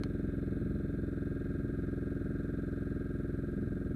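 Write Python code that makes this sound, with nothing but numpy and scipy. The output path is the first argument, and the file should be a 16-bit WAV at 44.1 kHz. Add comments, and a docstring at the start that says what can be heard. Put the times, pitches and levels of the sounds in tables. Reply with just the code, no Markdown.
"""On board a small fishing boat: its one-cylinder engine runs at about 21 cycles a second.
Blows timed by the cycle thump the hull's low resonances and tap the metal casing and small parts.
Over them lie chatter and a rasp of gas: noise that swells once a cycle.
Water, surging coloured noise, rumbles along the hull; a struck resonance clicks close by at the start.
A faint, finely ticking hiss lies under it all."""
import sys
import numpy as np
from scipy import signal
from scipy.fft import rfft, irfft, next_fast_len
from scipy.io import wavfile

SR = 44100
rng = np.random.default_rng(int(sys.argv[2]) if len(sys.argv) > 2 else 0)


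def wav_out(sig):
    """Save sig, one row per channel (or a flat mono array), as 16-bit PCM at SR to the path in sys.argv[1]."""
    wavfile.write(sys.argv[1], SR, np.round(np.clip(np.atleast_2d(sig).T, -1, 1) * 32767).astype(np.int16))


N = 174195
LEAD = 8192  # samples of margin before and after the scene
SIZE = next_fast_len(N + 2 * LEAD)
T = (np.arange(SIZE) - LEAD) / SR  # seconds
HZ = np.maximum(np.fft.rfftfreq(SIZE, 1 / SR), 1e-3)  # kept above 0 for division

# Valve and piston taps within every cycle. Each row: delay after cycle start in ms, relative level in dB.
TAP_TIMES = [(1.07, -5.81), (6.64, 0.37), (14.24, -1.43), (20.36, -11.12), (23.63, -4.88), (29.51, -0.78),
             (32.27, -4.14), (37.77, -10.28), (43.53, -13.74)]
# Resonances of the small engine parts. Each row: frequency in Hz, width in Hz, relative level in dB.
PART_RESONANCES = [(2200, 43, 6), (2320, 55, -36), (2516, 28, 7), (3607, 57, 0.5), (3860, 71, -6.5),
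                   (4070, 90, -1.5)]
TAP_SCATTER_DB = 0.25
PARTS_LOW_HZ, PARTS_TOP_HZ = 1980, 4150


def undb(db):
    """Decibels to gain."""
    return 10 ** (np.asarray(db) / 20)


def curve(points):
    """Straight lines in time through (s, value) points."""
    return np.interp(T, *np.array(points).T)


def rolloff(ratio, order):
    """Filter gain that falls steeply once the ratio passes 1."""
    return 1 / np.hypot(1, ratio ** order)


def sound(spectrum):
    """Waveform of a spectrum, at unit rms within the scene."""
    wave = irfft(spectrum, SIZE)
    return wave / np.std(wave[LEAD:LEAD + N])


def noise(points):
    """Unit-rms noise coloured by (Hz, dB) points, falling below the first and an octave above the last."""
    hz, db = np.array(points).T
    colour = undb(np.interp(np.log(HZ), np.log(hz), db))
    band = rolloff(hz[0] / HZ, order=3) * rolloff(HZ / (2 * hz[-1]), order=4)
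    return sound(rfft(rng.standard_normal(SIZE)) * colour * band)


def body(modes):
    """Response of parallel resonances; successive rows swing in opposite directions."""
    response = 0
    for k, (hz, width_hz, db) in enumerate(modes):
        response = response + (-1) ** k * undb(db) / (1 + 1j * (HZ ** 2 - hz ** 2) / (HZ * width_hz))
    return response


def blows(starts, delay_ms, scatter_db, jitter_ms):
    """Spectrum of one impulse per start, scattered in strength and timing."""
    size, slip = rng.standard_normal((len(starts), 2)).T
    at = starts + (delay_ms + jitter_ms * slip) * SR / 1000
    gain = undb(scatter_db * size)
    # an impulse between two samples is shared by both
    whole, part = at.astype(int), at % 1
    places = np.r_[whole, whole + 1]
    weights = np.r_[gain * (1 - part), gain * part]
    return rfft(np.bincount(places, weights, SIZE)[:SIZE])


def hiss():
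    """Steady coloured noise, with evenly timed high-passed ticks in it."""
    # Each row: frequency in Hz, relative density in dB per Hz.
    hiss_colour = [(1000, 1), (4000, -3), (5000, -5.5), (7200, -6.5), (8400, 4), (10000, 2.5), (13500, 1.5)]
    hiss_db, tick_db = -77, -90
    tick_hz, tick_first_s = 46.875, 0.0177
    tick_scatter_db, tick_low_hz = 2, 7000
    starts = np.arange(LEAD + tick_first_s * SR, LEAD + N, SR / tick_hz)
    ticks = sound(blows(starts, 0, tick_scatter_db, 0) * rolloff(tick_low_hz / HZ, order=2))
    return undb(hiss_db) * noise(hiss_colour) + undb(tick_db) * ticks


def water():
    """The sea rumbles along the hull: low coloured noise in slow surges."""
    # Each row: frequency in Hz, relative density in dB per Hz.
    water_colour = [(20, -9), (42, -12), (64, -2), (100, -1), (155, -1), (220, -1.5), (300, -9), (450, -24),
                    (800, -55.5)]
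    # Each row: time in seconds, level in dB.
    surge_level = [(0, -47), (.4, -45.5), (.55, -41.5), (.72, -41), (.85, -45.5), (.98, -44), (1.22, -50),
                   (1.54, -43.5), (1.78, -44.5), (2.05, -49), (2.35, -45), (2.6, -50), (3.0, -51),
                   (3.4, -47), (3.6, -41.5), (3.95, -46)]
    return undb(curve(surge_level)) * noise(water_colour)


def click():
    """A small hard object knocks once and rebounds: impulse and short crack ring its resonances."""
    # Each row: start in seconds, level in dB.
    knocks = [(.0355, -30), (0.0432, -58)]
    # Each row: frequency in Hz, width in Hz, relative level in dB.
    knock_modes = [(480, 150, 2), (725, 110, 2), (896, 140, 1.5), (1360, 224, 7.5), (2245, 290, 1.5),
                   (3080, 215, -1.5), (4220, 330, 2), (5400, 840, -11.5), (6190, 420, -9),
                   (9730, 570, -13.5), (11400, 900, -20)]
    crack_gain, crack_decay_s = 0.041, 0.006  # gain relative to the impulse
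    push = np.zeros(SIZE)
    for start_s, db in knocks:
        age_s = np.maximum(T - start_s, 0)
        fade = (T >= start_s) * np.exp(-age_s / crack_decay_s)
        push += undb(db) * crack_gain * fade * rng.standard_normal(SIZE)
        push[LEAD + int(start_s * SR)] += undb(db)
    ring = body(knock_modes)
    unit_peak = np.abs(irfft(ring, SIZE)).max()
    return irfft(rfft(push) * ring, SIZE) / unit_peak


def rasp(turns):
    """Gas noise that swells once a cycle, with every firing."""
    # Each row: frequency in Hz, relative density in dB per Hz.
    gas_colour = [(250, -2.5), (330, -1), (450, -10), (600, -18), (800, -31), (1050, -34.5), (1300, -20.5),
                  (1600, -18), (1900, -27.5), (2400, -32), (2950, -45), (3700, -35.5), (4200, -37.5),
                  (4450, -51)]
    # Each row: time in seconds, level before the swell in dB.
    gas_level = [(0, -52.5), (.55, -53.5), (1.1, -54.5), (2.5, -54), (3.95, -54.5)]
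    depth, peak_turn = 0.067, 0.47  # peak as a share of the cycle
    swell = 1 + depth * np.cos(2 * np.pi * (turns - peak_turn))
    return undb(curve(gas_level)) * noise(gas_colour) * swell


def tap_spectrum(starts, jitter_ms):
    """Spectrum of all valve and piston taps."""
    return sum(undb(db) * blows(starts, ms, TAP_SCATTER_DB, jitter_ms) for ms, db in TAP_TIMES)


def small_parts(starts, turns):
    """Taps ring the small parts loosely; noise bursts chatter in them once a cycle."""
    # Each row: time in seconds, level of the tapped ring in dB.
    parts_level = [(0, -77.5), (.6, -76.5), (1.2, -77.5), (2.6, -79), (3.95, -82)]
    jitter_ms = 0.04
    chatter_turn, chatter_sharpness = 0.25, 0.9  # peak as a share of the cycle
    chatter_db, chatter_low_hz = -5, 3010  # dB relative to the tapped ring
    band = rolloff(PARTS_LOW_HZ / HZ, order=8) * rolloff(HZ / PARTS_TOP_HZ, order=16)
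    ring = body(PART_RESONANCES) * band
    tapped = sound(tap_spectrum(starts, jitter_ms) * ring)
    burst = np.exp(chatter_sharpness * np.cos(2 * np.pi * (turns - chatter_turn)))
    push = rfft(burst * rng.standard_normal(SIZE))
    chatter = sound(push * ring * rolloff(chatter_low_hz / HZ, order=8))
    return undb(curve(parts_level)) * (tapped + undb(chatter_db) * chatter)


def casing(starts):
    """Valve and piston taps ring the metal casing."""
    # Each row: frequency in Hz, width in Hz, relative level in dB.
    casing_modes = [(1192.1, 14.0, -20.5), (1258.9, 14.0, -2.2), (1327.6, 23.5, -1.8), (1385.7, 97.1, -5.2),
                    (1439.9, 43.3, -5.6), (1467.4, 14.0, -0.4), (1589.2, 21.0, 6.4), (1607.7, 67.3, 4.4),
                    (1629.7, 15.6, 9.9), (1764.5, 14.0, -15.2), (1802.1, 117.9, -14.7),
                    (1797.1, 17.9, -13.1)]
    # Each row: time in seconds, level in dB.
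    rattle_level = [(0, -61), (.9, -60.6), (1.3, -58.5), (2.2, -58.1), (2.9, -57.9), (3.4, -59),
                    (3.95, -59.4)]
    low_hz, jitter_ms = 1100, 0.004
    ring = body(casing_modes) * rolloff(low_hz / HZ, order=8)
    return undb(curve(rattle_level)) * sound(tap_spectrum(starts, jitter_ms) * ring)


def hull(starts):
    """Soft thumps of firing and exhaust boom in the low resonances of hull and exhaust."""
    # Each row: frequency in Hz, width in Hz, relative level in dB.
    hull_modes = [(54.8, 19.4, -12.8), (85.8, 14.0, -14.7), (129.9, 25.1, 1.0), (124.2, 20.2, -0.6),
                  (206.5, 60.1, -5.9), (247.5, 156.2, -8.7), (277.1, 48.2, -5.5), (355.1, 14.0, -8.3),
                  (404.4, 32.6, -13.9), (461.2, 14.0, -20.4), (595.0, 67.2, -16.7), (597.1, 52.1, -13.8),
                  (666.6, 26.5, -24.2), (677.8, 17.3, -23.6)]
    # Each row: delay after cycle start in ms, relative level in dB, softness corner in Hz.
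    thumps = [(6.16, 1.11, 176.2), (7.14, -1.05, 194.27), (18.55, -2.82, 767.08), (25.27, 1.85, 100.0),
              (28.72, -16.83, 320.31), (37.26, -18.09, 2184.44)]
    level_db, scatter_db = -36, 0.4  # level before engine load
    low_hz, top_hz = 31.6, 750
    push = 0
    for delay_ms, db, soft_hz in thumps:
        push = push + undb(db) * blows(starts, delay_ms, scatter_db, 0) / (1 + 1j * HZ / soft_hz) ** 2
    band = rolloff(low_hz / HZ, order=3) * rolloff(HZ / top_hz, order=12)
    return undb(level_db) * sound(push * body(hull_modes) * band)


def scene():
    """The turning crank times all engine sounds; water, click and hiss join them."""
    # Each row: time in seconds, engine speed in cycles per second.
    engine_speed = [(0.0, 21.456), (0.4, 21.461), (0.85, 21.528), (1.1, 21.354), (1.3, 21.182),
                    (1.9, 21.182), (2.35, 21.373), (2.6, 21.316), (2.85, 21.217), (3.2, 21.096),
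                    (3.65, 21.158), (3.95, 21.141)]
    start_turn = 0.2  # share of the cycle at time 0
    load_db_per_hz, cruise_hz = 1.5, 21.3
    speed_hz = curve(engine_speed)
    turns = np.cumsum(speed_hz) / SR
    turns = turns - turns[LEAD] + start_turn
    # sample positions of the whole turns
    whole_turns = np.arange(np.ceil(turns[0]), np.floor(turns[-1]) - 1)
    starts = np.interp(whole_turns, turns, np.arange(SIZE))
    # the engine pulls a little harder when it runs faster
    load = undb(load_db_per_hz * (speed_hz - cruise_hz))
    background = hiss() + water() + click()
    engine = rasp(turns) + small_parts(starts, turns) + casing(starts) + load * hull(starts)
    return (background + engine)[None, LEAD:LEAD + N]


def record(dry):
    """A steep elliptic low-pass cuts the top."""
    top_hz = 13550
    sections = signal.ellip(10, 0.1, 80, top_hz, fs=SR, output="sos")  # 0.1 dB ripple, 80 dB stop
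    return signal.sosfilt(sections, dry)


dry = scene()
out = record(dry)
wav_out(out)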